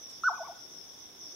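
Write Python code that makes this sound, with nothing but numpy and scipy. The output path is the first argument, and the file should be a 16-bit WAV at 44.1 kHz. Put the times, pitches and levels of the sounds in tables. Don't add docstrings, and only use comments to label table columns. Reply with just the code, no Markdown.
import sys
import numpy as np
from scipy import signal
from scipy.io import wavfile

SR = 44100
rng = np.random.default_rng(int(sys.argv[2]) if len(sys.argv) > 2 else 0)


def inscribe(sig):
    pcm = np.round(np.clip(np.atleast_2d(sig).T, -1, 1) * 32767)
    wavfile.write(sys.argv[1], SR, pcm.astype(np.int16))


def how_loud(loudness_db):
    steps = np.asarray(loudness_db, float) / 20
    return 10 ** steps


N = 59535

# t/s, length/s, level/dB, start f/Hz, left over right/dB
INSECT_SWEEPS = [(-.03, 0.13, -46, 6106, 1), (.06, 0.15, -49.5, 5700, 3), (.21, 0.13, -45.5, 6030, 3.5),
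                 (.32, .14, -48.5, 6160, -0.5), (0.437, 0.25, -62, 5800, 3), (0.583, 0.1, -49.5, 5900, 6.5),
                 (0.675, 0.2, -48.5, 6125, 8), (0.829, .13, -51, 6070, 3), (0.955, 0.16, -50.5, 6330, -1),
                 (1.17, 0.16, -45, 6020, 2), (1.212, 0.14, -54.5, 6020, -6), (1.284, 0.1, -51.5, 6220, 0)]
# f/Hz, density/dB per Hz
AIR_SPECTRUM = [(35, -14), (55, -4.5), (320, 0), (700, -1.5), (1700, -9.5), (4500, -13.5), (7000, -20.5),
                (10000, -15.5)]
# f/Hz, correlation/1
AIR_LIKENESS = [(40, 0.64), (250, .4), (1000, 0.12), (2500, 0.026)]
# t/s, level/dB
DRONE_SWELL = [
    (0, -74),
    (.62, -76),
    (.72, -61.5),
    (.85, -75.5),
    (1.0, -68),
    (1.25, -66),
    (1.35, -61),
]
# t/s, pitch f/Hz, haste of next swing/1, second partial level/dB
WHISTLE_TURNS = [
    (.2355, 1512, .9, -64),
    (.2735, 1512, .8, -68),
    (.312, 698, .95, -86),
    (.363, 1260, 1.05, -64),
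    (.414, 648, .95, -86),
    (.460, 1168, 1.05, -66),
    (.503, 665, .95, -86),
    (.524, 830, .95, -86),
]
# t/s, level/dB
VOICE_EFFORT = [
    (.2365, -28),
    (.247, -27.5),
    (.279, -18.5),
    (.296, -33),
    (.365, -53),
    (.412, -38),
    (.456, -49.5),
    (.496, -44),
    (.526, -47),
]
# multiple of pitch/1, level re third/dB
VOICE_PARTIALS = [(3, 0), (5, -12), (7, -13), (8, -14)]
# delay t/s, left level/dB, right level/dB
NEAR_ECHOES = [
    (.0045, -6, -16),
    (.011, -15.5, -46),
    (.037, -15.5, -20.5),
]

CHORUS_HZ, CHORUS_WIDTH_HZ, CHORUS_DB, CHORUS_PATCHY_DB = 5586, 385, -55, 4
CHORUS_LOW_HZ, CHORUS_TOP_HZ = 4850, 6200
FAR_SINGER_DB, FAR_SINGER_PATCHY_DB, FAR_SPREAD_HZ, FAR_SINGER_WIDTH_HZ = -61.5, 3.5, 500, 70
FALL_HZ_PER_S, RASP_WIDTH_HZ, RASP_PER_S, RASP_DEPTH = 5300, 175, 120, 0.28
CRICKET_HZ, CRICKET_WIDTH_HZ, CRICKET_DB, CRICKET_PAN_DB = 3510, 230, -61.5, 4.5
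TRILL_PER_S, TRILL_START_S, TRILL_DEPTH, TRILL_SHARP = 35, 0.0089, .3, 4.0
HIGH_SINGER_HZ, HIGH_SINGER_WIDTH_HZ, HIGH_SINGER_DB = 6950, 100, -78.5
AIR_DB, AIR_PATCHY_DB = -57.5, 0.5
DRONE_HZ, DRONE_WIDTH_HZ = 334.3, 96
TICK_S, TICK_LOW_HZ, TICK_HIGH_HZ, TICK_T60_S, TICK_DB = .0985, 1200, 9800, .2, -51
SCOOP_HZ, SCOOP_S, CATCH_HZ, CATCH_S = 210, .012, 300, .001
ATTACK_S, RELEASE_S = .0018, .004
THIRD_DB, THIRD_DB_PER_KHZ, OVERTONE_FLICKER_DB = -38.5, 47.5, 1.5
SHIMMER_DB, BIRD_PAN_DB = 0.77, -0.4
FOREST_DB, FOREST_T60_S, FOREST_ONSET_S, FOREST_ALIKE, FOREST_LUMPY_DB = -11.5, 0.49, 0.0097, 0.24, 5
FAR_TREES_DB, FAR_TREES_T60_S = -12, 1.07
CUTOFF_HZ = 15750


def rms_one(x):
    return x / np.sqrt(np.mean(np.abs(x) ** 2) + 1e-20)


def at_hz(points, hz):
    table_hz, value = np.transpose(points)
    return np.interp(np.log(hz), np.log(table_hz), value)


def wander(rate_hz, channels=1):
    pole = np.exp(-2 * np.pi * rate_hz / SR)
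    run_in = SR if rate_hz < 46 else SR // 10
    white = rng.standard_normal((channels, N + run_in))
    return rms_one(signal.lfilter([1], [1, -2 * pole, pole * pole], white)[:, run_in:])


def narrow_noise(hz, width_hz):
    cos_part, sin_part = wander(width_hz, channels=4).reshape(2, 2, N)
    phase = 2 * np.pi * np.cumsum(hz + np.zeros(N)) / SR
    return cos_part * np.cos(phase) + sin_part * np.sin(phase)


def pan(db):
    return how_loud(np.array([[db / 2], [-db / 2]]))


def mid_side(mid, side, alike):
    return np.sqrt(1 + alike) * mid + np.sqrt(1 - alike) * side * np.array([[1], [-1]])


def chorus():
    t = np.arange(N) / SR
    patches = how_loud(CHORUS_DB + CHORUS_PATCHY_DB * wander(5.9, channels=2))
    out = patches * narrow_noise(CHORUS_HZ, CHORUS_WIDTH_HZ)
    for part in np.linspace(-1, 1, 5):
        level = how_loud(FAR_SINGER_DB + FAR_SINGER_PATCHY_DB * wander(9.9))
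        out = out + level * narrow_noise(CHORUS_HZ + part * FAR_SPREAD_HZ, FAR_SINGER_WIDTH_HZ)
    for start_s, length_s, db, start_hz, pan_db in INSECT_SWEEPS:
        swell = np.sin(np.pi * np.clip((t - start_s) / length_s, 0, 1))
        rasp = 1 + RASP_DEPTH * np.sin(2 * np.pi * RASP_PER_S * rng.uniform(1.0, 1.3) * t)
        hz = start_hz - FALL_HZ_PER_S * np.clip(t - start_s, 0, length_s)
        out = out + how_loud(db) * pan(pan_db) * swell * rasp * narrow_noise(hz, RASP_WIDTH_HZ)
    out = signal.sosfilt(signal.butter(4, CHORUS_LOW_HZ, "high", fs=SR, output="sos"), out)
    return signal.sosfilt(signal.butter(12, CHORUS_TOP_HZ, fs=SR, output="sos"), out)


def cricket():
    t = np.arange(N) / SR
    beat = .5 + .5 * np.cos(2 * np.pi * TRILL_PER_S * (t - TRILL_START_S))
    pulses = 1 - TRILL_DEPTH + TRILL_DEPTH * 1.35 * beat ** TRILL_SHARP
    return how_loud(CRICKET_DB) * pan(CRICKET_PAN_DB) * pulses * narrow_noise(CRICKET_HZ, CRICKET_WIDTH_HZ)


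def high_singer():
    return how_loud(HIGH_SINGER_DB + 3.0 * wander(2.7)) * narrow_noise(HIGH_SINGER_HZ, HIGH_SINGER_WIDTH_HZ)


def night_air():
    out = 0
    edges_hz = 25 * 2 ** np.arange(0, 9.6, .5)
    white = rng.standard_normal((2, 2, N + SR // 4))
    for k, (low_hz, high_hz) in enumerate(zip(edges_hz, edges_hz[1:])):
        band = signal.butter(2, [low_hz, high_hz], "band", fs=SR, output="sos")
        mid, side = signal.sosfilt(band, white[k % 2])[:, -N:]
        hz = np.sqrt(low_hz * high_hz)
        gain = how_loud(at_hz(AIR_SPECTRUM, hz) + AIR_PATCHY_DB * wander(7.7)[0])
        out = out + gain * mid_side(mid, side, at_hz(AIR_LIKENESS, hz))
    return how_loud(AIR_DB) * rms_one(out)


def far_drone():
    level = how_loud(np.interp(np.arange(N) / SR, *np.transpose(DRONE_SWELL)))
    return level * narrow_noise(DRONE_HZ, DRONE_WIDTH_HZ)[0]


def leaf_tick():
    t = np.arange(N) / SR - TICK_S
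    decay = (t > 0) * how_loud(TICK_DB - 60 * np.maximum(t, 0) / TICK_T60_S)
    band = signal.butter(4, [TICK_LOW_HZ, TICK_HIGH_HZ], "band", fs=SR, output="sos")
    return signal.sosfilt(band, rng.standard_normal((2, N)) * decay)


def nightjar():
    t = np.arange(N) / SR
    turn_s, turn_hz, haste, turn_second_db = np.transpose(WHISTLE_TURNS)
    index = np.arange(len(turn_s))
    place = np.interp(t, turn_s, index)
    swing = (place % 1) ** haste[place.astype(int)]
    eased = np.floor(place) + .5 - .5 * np.cos(np.pi * swing)
    pitch_hz = np.interp(eased, index, turn_hz)
    second_db = np.interp(eased, index, turn_second_db)
    age = np.maximum(t - turn_s[0], 0)
    below_hz = SCOOP_HZ * np.exp(-age / SCOOP_S) + CATCH_HZ * np.exp(-age / CATCH_S)
    phase = 2 * np.pi * np.cumsum(pitch_hz - below_hz) / SR

    release = np.exp(-np.maximum(t - VOICE_EFFORT[-1][0], 0) / RELEASE_S)
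    gate = np.clip(age / ATTACK_S, 0, 1) * release
    level = how_loud(np.interp(t, *np.transpose(VOICE_EFFORT)) + SHIMMER_DB * wander(37.5)[0])
    third_db = THIRD_DB + THIRD_DB_PER_KHZ * (pitch_hz - turn_hz[0]) / 1000
    third = how_loud(third_db + OVERTONE_FLICKER_DB * wander(30.0)[0])
    upper = third * sum(how_loud(db) * np.sin(k * phase) for k, db in VOICE_PARTIALS)
    second = how_loud(second_db + OVERTONE_FLICKER_DB * wander(45.0)[0]) * np.sin(2 * phase)
    return np.sqrt(2) * gate * (level * (np.sin(phase) + upper) + second)


def forest(x):
    t = np.arange(N) / SR
    fade = how_loud(-60 * t / FOREST_T60_S) + how_loud(FAR_TREES_DB - 60 * t / FAR_TREES_T60_S)
    onset = 1 - np.exp(-t / FOREST_ONSET_S)
    lumps = how_loud(FOREST_LUMPY_DB * wander(30.0))
    mid, side = rng.standard_normal((2, N)) * onset * lumps * fade
    tail = rms_one(mid_side(mid, side, FOREST_ALIKE)) / np.sqrt(N)
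    out = how_loud(FOREST_DB) * signal.fftconvolve(tail, x[None], axes=1)[:, :N]
    for delay_s, left_db, right_db in NEAR_ECHOES:
        out = out + how_loud(np.array([[left_db], [right_db]])) * np.interp(t - delay_s, t, x)
    return out


def scene():
    night = chorus() + cricket() + high_singer() + night_air() + far_drone()
    bird = nightjar()
    return night + leaf_tick() + bird * pan(BIRD_PAN_DB) + forest(bird)


def top_cut(x):
    return signal.sosfilt(signal.butter(12, 16360, fs=SR, output="sos"), x)


def record(dry):
    low_pass = signal.ellip(14, .3, 70, CUTOFF_HZ, fs=SR, output="sos")
    return top_cut(signal.sosfilt(low_pass, dry))


dry = scene()
out = record(dry)
inscribe(out)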